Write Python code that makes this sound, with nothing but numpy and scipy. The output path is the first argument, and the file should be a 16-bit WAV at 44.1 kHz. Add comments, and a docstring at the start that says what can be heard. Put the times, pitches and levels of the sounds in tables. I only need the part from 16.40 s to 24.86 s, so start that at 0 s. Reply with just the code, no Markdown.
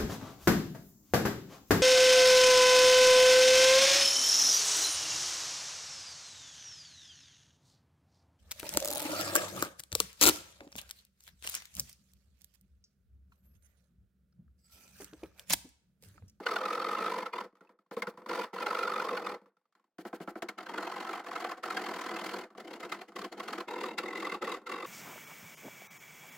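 """Small room, plasterboard wall, two microphones: a toothed hand knife cuts the wall in fast runs.
Some forty short strokes a second, each a burst of tooth buzz and gypsum grit that rings the hollow panel.
Between cuts a palm drives the tip in and the wall is lightly touched: clicks, rings, thuds, a sliding hiss.
Noise and tones make each contact, panel modes colour the noise, and the pauses hold only a very faint hiss."""
import sys
import numpy as np
from scipy import signal
from scipy.fft import rfft, irfft, next_fast_len
from scipy.io import wavfile
from scipy.ndimage import uniform_filter1d

SR = 44100
rng = np.random.default_rng(int(sys.argv[2]) if len(sys.argv) > 2 else 0)


def unload_audio(sound):
    """Save the sound as a 16-bit wav file, at the path given as the first command line argument."""
    columns = np.transpose(np.atleast_2d(sound))
    # keep every value between -1 and 1, then stretch to whole-number steps
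    steps = np.round(np.clip(columns, -1, 1) * 32767)
    wavfile.write(sys.argv[1], SR, steps.astype(np.int16))


N = 373086

# Times when the blade comes to a new part of the panel, and a closing bound: start_s
CUT_STARTS = [0, 3.3, 7.26, 9]
# Panel modes: pitch_hz, width_hz, then level_db over the colour when driven at the first, second, third cut
PANEL_MODES = [(198.5, 36.4, 19, 18, 16), (341.7, 84, 9.5, 15.3, 15.8), (495, 51.6, 24.5, 15.3, 18.7),
               (677.6, 43, 15, 15.2, 1.4), (746.5, 28, -8, 18.1, 14.7), (836, 30, 17, 12.8, 16.5),
               (1015, 180, 12.5, 7.8, 11), (1316, 97, 9.5, 7.3, 9.8), (1534, 33, -27, 5.6, 1.2),
               (2060, 140, 0.5, 1.3, 8.5), (2377, 520, 5.5, 1.9, 2.6), (2700, 110, 3, 5.1, 16.8),
               (2954, 250, 2.5, 7.2, 3.4), (3236, 200, 4.5, 7.4, 2.3), (3550, 230, 8, 2.4, 11),
               (3824, 81, -14.5, 1.2, 13.7), (4190, 120, 1.5, 8.7, 2.8), (4410, 330, 10, 7.8, 8.8),
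               (4714, 200, 7, 3, 11.5), (4770, 150, -2, 3.6, 1), (5400, 1100, 3.5, 2.5, 2.3),
               (5870, 130, 1.5, 4.7, 2.1), (7100, 730, -15.5, 3.4, 4.8)]
# The panel between its modes: pitch_hz, level_db
PANEL_COLOUR = [(15, -64), (25, -22.5), (130, -27), (185, -12), (335, -1), (560, -5), (734, -5),
                (1330, 2.5), (1740, 0.5), (2110, -7), (2690, -19), (4250, -24), (16000, -32.5)]
# Where board and near walls cancel the sound: pitch_hz, width_hz, depth_db at the first, second, third cut
CANCELLATIONS = [(269, 23, 6.9, 2.7, 3.4), (550, 23, 4.7, 3.8, 1.1), (790, 17, 2.9, 14, 4.9),
                 (1250, 11, 1, 5.7, 3.9), (1644, 90, 23, 2.7, 18), (4664, 110, 3.4, 1.1, 6.5),
                 (5940, 260, 2.2, 3.3, 3.3)]
# Stereo width before an overall trim: pitch_hz, side_over_mid_db
STEREO_WIDTH = [(25, -23), (100, -18), (160, -36), (500, -15.5), (1000, -8.5), (4000, 4), (12000, 6.5)]
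# Balance of the two microphones: pitch_hz, left_over_right_db
LEFT_BALANCE = [(500, 0.5), (4400, 2), (8000, 3.5), (12000, 1)]
# Scatter of phase between the microphones: pitch_hz, scatter_turns
DIFFUSION = [(2000, 0.15), (5000, 0.14), (12000, .25)]
# Palm blows on the handle, parts relative to the blow before fixed trims: start_s, level_db, ring_hz,
# ring_db, thud_hz, boom_db, treble_snap_db; the last, slide_db of the tip, is not relative
PALM_BLOWS = [(1.511, -33, 1305, -12.5, 464, 2.5, 6.5, -57.5), (1.567, -26.5, 1284, -4, 487, 3, 5.5, -56),
              (1.621, -19.5, 2130, 3.5, 503, -14, 8, -73.5), (1.67, -22.5, 1424, 0.5, 505, -5.5, 4, -57.5),
              (3.584, -37, 735, -4, 317, 4.5, 8, -59), (3.651, -27.5, 734, 0, 348, -1.5, 0, -57),
              (3.729, -26, 700, -2.5, 316, -4, -8, -56.5), (3.802, -29, 722, 0, 326, 0.5, -4, -57),
              (3.875, -25, 678, -10, 300, -3, -5, -57.5), (3.955, -27.5, 680, -5, 335, -4, -5.5, -63),
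              (4.022, -23.5, 692, 0, 327, -5.5, 11.5, -85), (4.087, -26, 2175, 2, 333, -10, 14, -83)]
# Light touches on the wall, the dying end of a stroke at the start, and sharp onsets of some saw strokes:
# start_s, level_db, ring_hz, boom_db over the contact before fixed trims
LIGHT_CONTACTS = [(0.001, -29, 854, -1), (1.126, -55.5, 1080, 4), (1.153, -48.5, 1190, -14),
                  (1.169, -51, 1270, -9), (1.208, -42, 1400, -3), (1.248, -50, 887, -7),
                  (1.272, -55, 2620, -8), (1.292, -44.5, 1000, -4), (1.389, -51.5, 1270, -4),
                  (1.462, -59, 1100, -6), (1.739, -47, 890, -1), (1.774, -33, 1000, -4),
                  (1.818, -39.5, 960, -2), (1.861, -27.5, 1000, -6.5), (2.131, -30, 920, -1),
                  (3.015, -47.5, 910, 0), (3.058, -47, 1150, -5), (3.095, -69, 895, -4),
                  (3.168, -55.5, 1316, -11), (3.213, -68, 995, -11), (3.241, -78, 1205, -13),
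                  (3.254, -62, 1200, -17), (3.324, -63, 1200, -39), (3.351, -48.5, 1080, -14),
                  (3.396, -56, 1090, -9), (3.428, -74, 1090, -10), (3.441, -57, 1090, -9),
                  (3.477, -71, 900, -1), (6.103, -42.5, 1130, -3), (6.15, -41, 1140, 0),
                  (6.72, -39.5, 1270, -7.5), (8.023, -35, 1310, -3.5), (8.216, -41.5, 1100, -2)]
# How the blade sits in the cut, before scatter and trims: start_s, boom_db, grit_db, clear_buzz_share (0-1)
BLADE_BITE = [(0, -9.5, -5.5, 0.57), (0.25, -15.5, -11.5, 0.74), (0.62, -13.5, -9.5, 0.7),
              (1.048, -11, -7.5, 0.44), (1.899, -8, -6.5, 0.5), (2.4, -15, -10, 0.71),
              (2.7, -10, -10, 0.65), (2.95, -6, -7.5, 0.4), (4.199, -11, -8, 0.5), (5, -15, -8.5, 0.43),
              (5.45, -11.5, -6.5, 0.47), (5.902, -9, -3.5, 0.18), (6.2, -3, -3, 0.2), (6.5, -5.5, -2, 0.45),
              (6.85, -6, -3.5, 0.77), (7.1, -7.5, -4.5, 0.42), (7.45, -6.5, -5, 0.69), (7.7, -9, -5, 0.67),
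              (8.4, -10, -4.5, 0.63)]
# Even runs of push and pull, before scatter: first_s, last_s, count, first_push_db, last_push_db,
# pull_over_push_db, push_buzz_hz, pull_buzz_hz, pull_early_ms
STROKE_RUNS = [(0.068, 0.289, 10, -33, -30.5, -2, 1320, 1200, 0),
               (0.311, 0.517, 10, -31, -31, -1, 1250, 1270, 0),
               (0.536, 0.703, 10, -33, -35, 2.5, 1250, 1290, 0),
               (0.724, 0.831, 6, -35, -37, 2, 1000, 970, 0),
               (0.941, 1.011, 4, -34.5, -32.5, -4, 1000, 970, 0),
               (1.897, 2.042, 8, -35, -37, 1, 1390, 980, 0), (2.146, 2.23, 5, -38, -33, 2, 1380, 1000, 0),
               (2.27, 2.477, 11, -28.5, -29.5, -5, 1360, 1300, 0),
               (2.502, 2.625, 7, -33, -33, 2.5, 1230, 1330, 0),
               (2.652, 2.777, 7, -36.5, -36.5, 0, 1050, 1100, 0),
               (2.803, 2.948, 7, -38, -42.5, 0, 820, 1230, 0),
               (4.189, 4.235, 3, -43, -47.5, 0, 720, 710, 0),
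               (4.298, 4.478, 9, -40, -35, -4.5, 950, 1250, 0),
               (4.503, 4.802, 15, -39.5, -39, 2.5, 800, 1030, 0),
               (4.871, 5.121, 12, -38, -37, -2, 1120, 730, 2),
               (5.262, 5.468, 10, -39, -38, 0, 800, 1200, 0),
               (5.495, 5.922, 18, -37, -40, 0, 1020, 1050, 3),
               (5.944, 6.043, 5, -37.5, -47, 0, 1000, 1000, 0), (6.315, 6.365, 3, -45, -47, 1, 900, 990, 0),
               (6.767, 6.85, 4, -42, -38, 0, 1130, 1080, 0), (7.087, 7.21, 6, -35, -39, -7, 1230, 755, 0),
               (7.29, 7.516, 10, -39.5, -39.5, -1, 980, 950, 0),
               (7.64, 7.95, 14, -40, -35, -2.5, 1110, 2030, 0),
               (8.026, 8.149, 6, -36, -35, -1, 1100, 1170, 0),
               (8.301, 8.452, 8, -38, -41, 0, 1150, 1100, 0)]
# Strokes set one by one: loud, weak or lone; the 2700 Hz row is the octave ring of the stroke at 7.589:
# middle_s, level_db, buzz_hz
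SINGLE_STROKES = [(0.041, -52, 1250), (0.069, -26, 1465), (0.166, -25.5, 1443), (0.26, -27, 1318),
                  (0.402, -30, 1250), (0.535, -32.5, 1227), (0.576, -36, 1050), (0.666, -29, 1293),
                  (0.788, -33, 963), (0.866, -34.5, 1350), (1.048, -55, 940), (1.998, -32.5, 990),
                  (2.146, -43.5, 800), (2.209, -33, 1000), (2.269, -25.5, 1390), (2.332, -33.5, 998),
                  (2.394, -29.5, 1355), (2.48, -30, 1396), (2.565, -30.5, 1280), (2.603, -29.5, 1383),
                  (2.625, -32, 972), (2.693, -31, 1223), (2.777, -31, 1453), (2.871, -31, 1194),
                  (4.189, -36.5, 1320), (4.269, -42.5, 1574), (4.385, -30.5, 1424), (4.433, -34, 1367),
                  (4.676, -38, 1330), (4.697, -33.5, 1330), (4.738, -34.5, 1162), (4.848, -46.5, 660),
                  (4.963, -33, 1297), (5.05, -30.5, 1158), (5.12, -33.5, 1040), (5.182, -48.5, 1110),
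                  (5.241, -34, 1330), (5.309, -33, 1303), (5.375, -28, 1605), (5.468, -36.5, 1160),
                  (5.646, -37.5, 1376), (5.769, -33.5, 1173), (6.184, -46.5, 744), (6.207, -47.5, 725),
                  (6.253, -57, 1460), (6.282, -47, 715), (6.408, -43.5, 770), (6.437, -39, 1260),
                  (6.456, -45.5, 993), (6.501, -50.5, 755), (6.527, -33, 1250), (6.551, -46.5, 970),
                  (6.575, -56, 724), (6.596, -50.5, 1040), (6.62, -44, 695), (6.691, -57, 800),
                  (6.93, -42.5, 690), (6.985, -48.5, 830), (7.005, -36, 1100), (7.04, -46, 732),
                  (7.063, -50.5, 1466), (7.21, -38, 1052), (7.442, -34, 1150), (7.54, -54.5, 703),
                  (7.588, -33.5, 2700), (7.589, -30, 1364), (7.687, -39, 2116), (7.76, -38.5, 2040),
                  (7.779, -40, 2036), (7.874, -34, 1157), (7.949, -35.5, 1146), (8.028, -33.5, 1310),
                  (8.051, -40.5, 1904), (8.079, -34, 1130), (8.173, -48, 710), (8.274, -40, 1354)]

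TOP_HZ = 15830
# Scatter from stroke to stroke: time, level, share of pitch, share of length
UNEVEN_S, UNEVEN_DB, UNEVEN_PITCH, UNEVEN_LENGTH = .0007, 0.97, 0.02, .1
SAME_STROKE_S = .011  # a single this near a run's stroke takes its place
SECOND_HARMONIC_DB, THIRD_HARMONIC_DB = -23, -24.5  # for a stroke level with its neighbours
HARMONIC_GROWTH = 1  # dB more for each dB a stroke stands out
# Shares by which boom and grit follow the neighbouring strokes instead of their own
BOOM_EVENS, GRIT_EVENS = 0.68, 0.25
BITE_SHORTENS = 0.013  # drop in log length for each dB a stroke stands out
THUD_LAG_S = .003  # the heavy panel answers just after the tip's click
BLOW_TAIL_DB, LIGHT_TAIL_DB = -16, -11  # the room's answer relative to the contact, before trims
BLOW_RATTLE_DB, LIGHT_RATTLE_DB = -11, -12  # panel rattle before trims
RING_CLEARS = 0.26  # dB less rattle for each dB of a blow's ring
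BLOW_THUD_T60_S, LIGHT_THUD_T60_S = .065, .028
LIGHT_RING_DB, LIGHT_THUD_HZ, LIGHT_SLIDE_DB = 4, 297, -38.5  # levels relative to the contact, before trims
SNAP_SHARE = 0.25  # what a light contact loses in boom it gains, by this share, in treble snap
FAINT_DB, FAINT_DRIES = -46, .8  # light contacts under this level lose room, dB per dB


def amp(db):
    """Decibels to an amplitude ratio."""
    return 10 ** (np.asarray(db) / 20)


def along(points, hz):
    """Reads (pitch, value) points on a log frequency axis."""
    point_hz, value = np.transpose(points)
    return np.interp(np.log(hz + 1), np.log(point_hz + 1), value)


def filtered(x, response):
    """Multiplies the spectrum of x by a complex response of frequency."""
    size = next_fast_len(N + SR // 2)
    return irfft(rfft(x, size) * response(np.fft.rfftfreq(size, 1 / SR)), size)[..., :N]


def laid(rows, times):
    """Sums one row of samples for each start time."""
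    at = np.round(times * SR).astype(int)[:, None] + np.arange(rows.shape[1])
    return np.bincount(np.maximum(at, 0).ravel(), rows.ravel(), N)[:N]


def cut_at(s):
    """Index of the part of the panel being worked at each time."""
    return np.searchsorted(CUT_STARTS, s, "right") - 1


def hush():
    """A very faint hiss under everything, heard in the pauses: noise rolled off below 150 and above 900 Hz."""
    def band(hz):
        return 1 / (1 + (hz / 900) ** 2) / (1 + (150 / (hz + 1)) ** 4)
    return amp(-79.0) * filtered(rng.standard_normal(N), band)


def linger(power, room_db, t60):
    """Adds the room's exponentially dying share to a power envelope."""
    keep = amp(-120 / (t60 * SR))  # power falls 60 dB in t60
    return power + amp(room_db) ** 2 * signal.lfilter([1 - keep], [1, -keep], power)


def cancelled(x):
    """Board and near walls cancel the sound in narrow dips that change with the place of the cut."""
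    cut = cut_at(np.arange(N) / SR)
    out = np.zeros(N)
    for place in range(len(CUT_STARTS) - 1):
        def dips(hz):
            response = 1
            for row in CANCELLATIONS:
                detune = row[0] ** 2 - hz * hz
                damping = 1j * hz * row[1]
                response = response * (detune + damping * amp(-abs(row[2 + place]))) / (detune + damping)
            return response
        out += filtered(x * (cut == place), dips)
    return out


def panel(hz, place):
    """Causal, minimum-phase response of the wall panel's modes, driven at one of the three cuts."""
    modes = sum(amp(m[2 + place]) ** 2 / (1 + (2 * (hz - m[0]) / m[1]) ** 2) for m in PANEL_MODES)
    magnitude = amp(along(PANEL_COLOUR, hz)) * np.sqrt(1 + modes)
    cepstrum = irfft(np.log(magnitude + 1e-6))
    cepstrum[1:len(hz)] *= 2  # folding the cepstrum forward makes the response causal
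    cepstrum[len(hz):] = 0
    return np.exp(rfft(cepstrum))


def through_panel(boom, body, grit):
    """Noise under three power envelopes shakes the low, middle and high range of the panel."""
    out = np.zeros(N)
    cut = cut_at(np.arange(N) / SR)
    hz = np.fft.rfftfreq(next_fast_len(N + SR // 2), 1 / SR)
    low = 1 / (1 + (hz / 650) ** 6)
    high = 1 / (1 + (2500 / (hz + 1)) ** 6)
    for place in range(len(CUT_STARTS) - 1):
        wall = panel(hz, place)
        for power, part in ((boom, low), (body, 1 - low - high), (grit, high)):
            response = wall * np.sqrt(np.abs(part))
            response /= np.sqrt(np.mean(np.abs(response) ** 2))  # unit gain for white noise
            push = np.sqrt(np.abs(power)) * rng.standard_normal(N) * (cut == place)
            out += filtered(push, lambda _: response)
    return out


def buzz(hz, t, droop, wander):
    """A tone, sagging as teeth strike more slowly or a ring dies, with a random walk in phase."""
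    steps = rng.standard_normal((len(hz), t.shape[1]))
    drift = np.cumsum(steps, axis=1) * wander / np.sqrt(SR)
    turns = hz[:, None] * (t - droop * t ** 2) + rng.random((len(hz), 1))
    return np.sqrt(2) * np.sin(2 * np.pi * turns + drift)


def jolts(s, db):
    """The lowest panel mode, started afresh by each blow or light contact as a short decaying sine."""
    t = np.arange(SR // 10)[None] / SR
    hz = 198 * amp(rng.normal(0, 0.51, (len(s), 1)))
    envelope = (1 - np.exp(-t / 0.005)) * amp(-60 * t / 0.073)
    return laid(amp(db)[:, None] * np.sin(2 * np.pi * hz * t) * envelope, s)


def contacts():
    """Blows and light contacts as columns: start, level, ring, thud, boom, snap, slide, room, rattle, decay."""
    rows = []
    for s, db, ring_hz, ring_db, thud_hz, boom_db, snap_db, slide_db in PALM_BLOWS:
        rattle_db = BLOW_RATTLE_DB - RING_CLEARS * ring_db
        rows.append((s, db, ring_hz, ring_db, thud_hz, boom_db, snap_db, slide_db - db,
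                     BLOW_TAIL_DB, rattle_db, BLOW_THUD_T60_S))
    for s, db, ring_hz, boom_db in LIGHT_CONTACTS:
        tail_db = LIGHT_TAIL_DB + FAINT_DRIES * min(db - FAINT_DB, 0)
        rows.append((s, db, ring_hz, LIGHT_RING_DB, LIGHT_THUD_HZ, boom_db, -SNAP_SHARE * boom_db,
                     LIGHT_SLIDE_DB, tail_db, LIGHT_RATTLE_DB, LIGHT_THUD_T60_S))
    return np.transpose(rows)


def knocks():
    """Each contact clicks and rings, the panel thuds, then a hiss follows, as of a tip sliding into gypsum."""
    (s, db, ring_hz, ring_db, thud_hz, boom_db, snap_db, slide_db,
     tail_db, rattle_db, thud_t60) = contacts()
    t = np.arange(SR // 4)[None] / SR
    t60 = thud_t60[:, None]

    def fall(rise, t60):
        return (1 - np.exp(-t / rise)) ** 2 * amp(-120 * t / t60)

    def power(level_db, shape, lag=0):
        return laid(amp(level_db)[:, None] ** 2 * shape, s + lag)

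    tail = amp(tail_db)[:, None] ** 2 * fall(0.0092, 0.2)  # the room's answer
    slide = power(db + slide_db, np.exp(-((t - .024) / 0.013) ** 4))
    slide = linger(slide, -12.5, 0.21)
    boom = power(db + boom_db - 8.5, fall(0.0028, 1.7 * t60) + 7.7 * tail, THUD_LAG_S)
    body = power(db + rattle_db, fall(0.0014, 0.94 * t60)) + power(db - 7.5, tail)
    grit = power(db - 24.0 + snap_db, fall(0.00036, 0.054) + 0.22 * tail)
    hiss = np.sqrt(slide) * rng.standard_normal(N)
    hiss = amp(-5.5) * filtered(hiss, lambda hz: 1 / (1 + (5000 / (hz + 1)) ** 2))

    ring = buzz(ring_hz, t, droop=0.34, wander=9.5) * np.sqrt(fall(0.004, 0.014 + 0.31 * t60))
    thud = np.sin(2 * np.pi * thud_hz[:, None] * t) * np.sqrt(fall(0.003, t60))
    tones = laid(amp(db + ring_db - 5.0)[:, None] * ring, s)
    tones += jolts(s, db + boom_db - 8.0)
    tones += laid(amp(db + boom_db - 2.5)[:, None] * thud, s + THUD_LAG_S)
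    # the panel radiates no deep bass
    tones = signal.sosfilt(signal.butter(4, 150, "high", fs=SR, output="sos"), tones)
    return through_panel(boom, body, grit + slide) + hiss + tones


def strokes():
    """Time, level and buzz of every stroke: runs alternate push and pull with scatter; singles do not scatter."""
    rows = []
    for first, last, count, first_db, last_db, pull_db, push_hz, pull_hz, early_ms in STROKE_RUNS:
        k = np.arange(round(count))
        pull = k % 2
        luck = rng.standard_normal((len(k), 3))
        s = np.linspace(first, last, len(k)) - pull * early_ms / 1000 + UNEVEN_S * luck[:, 0]
        db = np.linspace(first_db, last_db, len(k)) + pull * pull_db + UNEVEN_DB * luck[:, 1]
        hz = np.where(pull, pull_hz, push_hz) * (1 + UNEVEN_PITCH * luck[:, 2])
        rows += zip(s, db, hz)
    rows, singles = np.array(rows), np.array(SINGLE_STROKES)
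    free = np.abs(rows[:, :1] - singles[:, 0]).min(axis=1) > SAME_STROKE_S
    rows = np.vstack([rows[free], singles])
    return rows[np.argsort(rows[:, 0])].T


def chimes(s, t, low_hz, high_hz):
    """Every stroke rings the panel modes of a range as clean tones, each at a new strength and pitch."""
    modes = np.array([m for m in PANEL_MODES if low_hz < m[0] < high_hz])
    level = amp(along(PANEL_COLOUR, modes[:, 0]) + modes[:, 2:].T[cut_at(s)])
    luck = rng.standard_normal((3, *level.shape))  # strength, pitch, phase
    level *= amp(7.0 * np.minimum(luck[0], 1.4) - 8.0) / np.linalg.norm(level, axis=1, keepdims=True)
    hz = modes[:, 0] + 0.31 * modes[:, 1] * luck[1]
    tones = np.sin(2 * np.pi * (hz[..., None] * t + luck[2, ..., None]))
    return np.sqrt(2) * np.einsum("sm,smt->st", level, tones)


def saw():
    """Each stroke swells and dies in a short burst; the grit peaks a little before the buzz."""
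    s, db, hz = strokes()
    at, *columns = np.transpose(BLADE_BITE)
    boom_db, grit_db, clear = [np.interp(s, at, column) for column in columns]
    luck = rng.standard_normal((len(s), 3)) * [.05, 2.2, 1.8]  # clear share, boom dB, grit dB
    clear = np.clip(clear + luck[:, 0], .02, .95)[:, None]
    stands_db = db - uniform_filter1d(db, size=5)  # level over the neighbouring strokes
    effort_db = db - 0.026 * stands_db  # the arm works more evenly than the buzz sounds
    grit_db = grit_db - GRIT_EVENS * stands_db
    t = np.arange(-800, 800)[None] / SR
    start = s + t[0, 0]
    length = np.exp(UNEVEN_LENGTH * rng.standard_normal(len(s)) - BITE_SHORTENS * stands_db)[:, None]

    def swell(lead, width):
        return np.exp(-((t + lead) / (width * length)) ** 2)

    def power(level_db, shape):
        return laid(amp(level_db)[:, None] ** 2 * shape, start)

    boom = power(effort_db - BOOM_EVENS * stands_db + boom_db + luck[:, 1], swell(0, 0.011))
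    body = power(effort_db, 0.48 * (1 - clear) * swell(0.00042, 0.0055))
    grit = power(effort_db + grit_db - 2.5 + luck[:, 2], swell(0.0029, 0.0044))

    tone = buzz(hz, t, droop=1.6, wander=3)
    for harmonic, over_db in ((2, SECOND_HARMONIC_DB), (3, THIRD_HARMONIC_DB)):
        level = amp(over_db + HARMONIC_GROWTH * stands_db)[:, None]
        tone += level * buzz(harmonic * hz, t, droop=1.6, wander=12)
    teeth = laid(amp(db + 1.65)[:, None] * np.sqrt(clear * swell(-0.0003, 0.0034)) * tone, start)
    lower = chimes(s, t, 400, 1100) * np.sqrt((1 - clear) * swell(-0.001, 0.0073))
    teeth += laid(amp(effort_db - 7)[:, None] * lower, start)
    upper = chimes(s, t, 1800, 9000) * np.sqrt(swell(0.0022, 0.0052))
    teeth += laid(amp(effort_db + grit_db - 0.3)[:, None] * upper, start)
    noise = through_panel(linger(boom, 1.9, 0.1), linger(body, -0.7, 0.17), linger(grit, -4.0, 0.14))
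    return teeth + noise


def scene():
    """Two microphones differ most in the treble, by fixed paths off near walls and by the diffuse room."""
    mid = cancelled(saw() + knocks()) + hush()
    spectra = signal.stft(mid, nperseg=256)[2]
    fixed_turns = rng.random((len(spectra), 1))
    scatter = along(DIFFUSION, np.linspace(0, SR / 2, len(spectra)))[:, None]
    turns = fixed_turns + scatter * rng.standard_normal(spectra.shape)
    scattered = signal.istft(spectra * np.exp(2j * np.pi * turns), nperseg=256)[1][:N]
    side = filtered(scattered, lambda hz: amp(along(STEREO_WIDTH, hz) - 5.0))
    pair = np.array([mid + side, mid - side])
    return filtered(pair, lambda hz: amp(np.outer([.5, -.5], along(LEFT_BALANCE, hz))))


def record(dry):
    """Nothing is kept above the band limit."""
    return filtered(dry, lambda hz: hz < TOP_HZ)


dry = scene()
out = record(dry)
unload_audio(out)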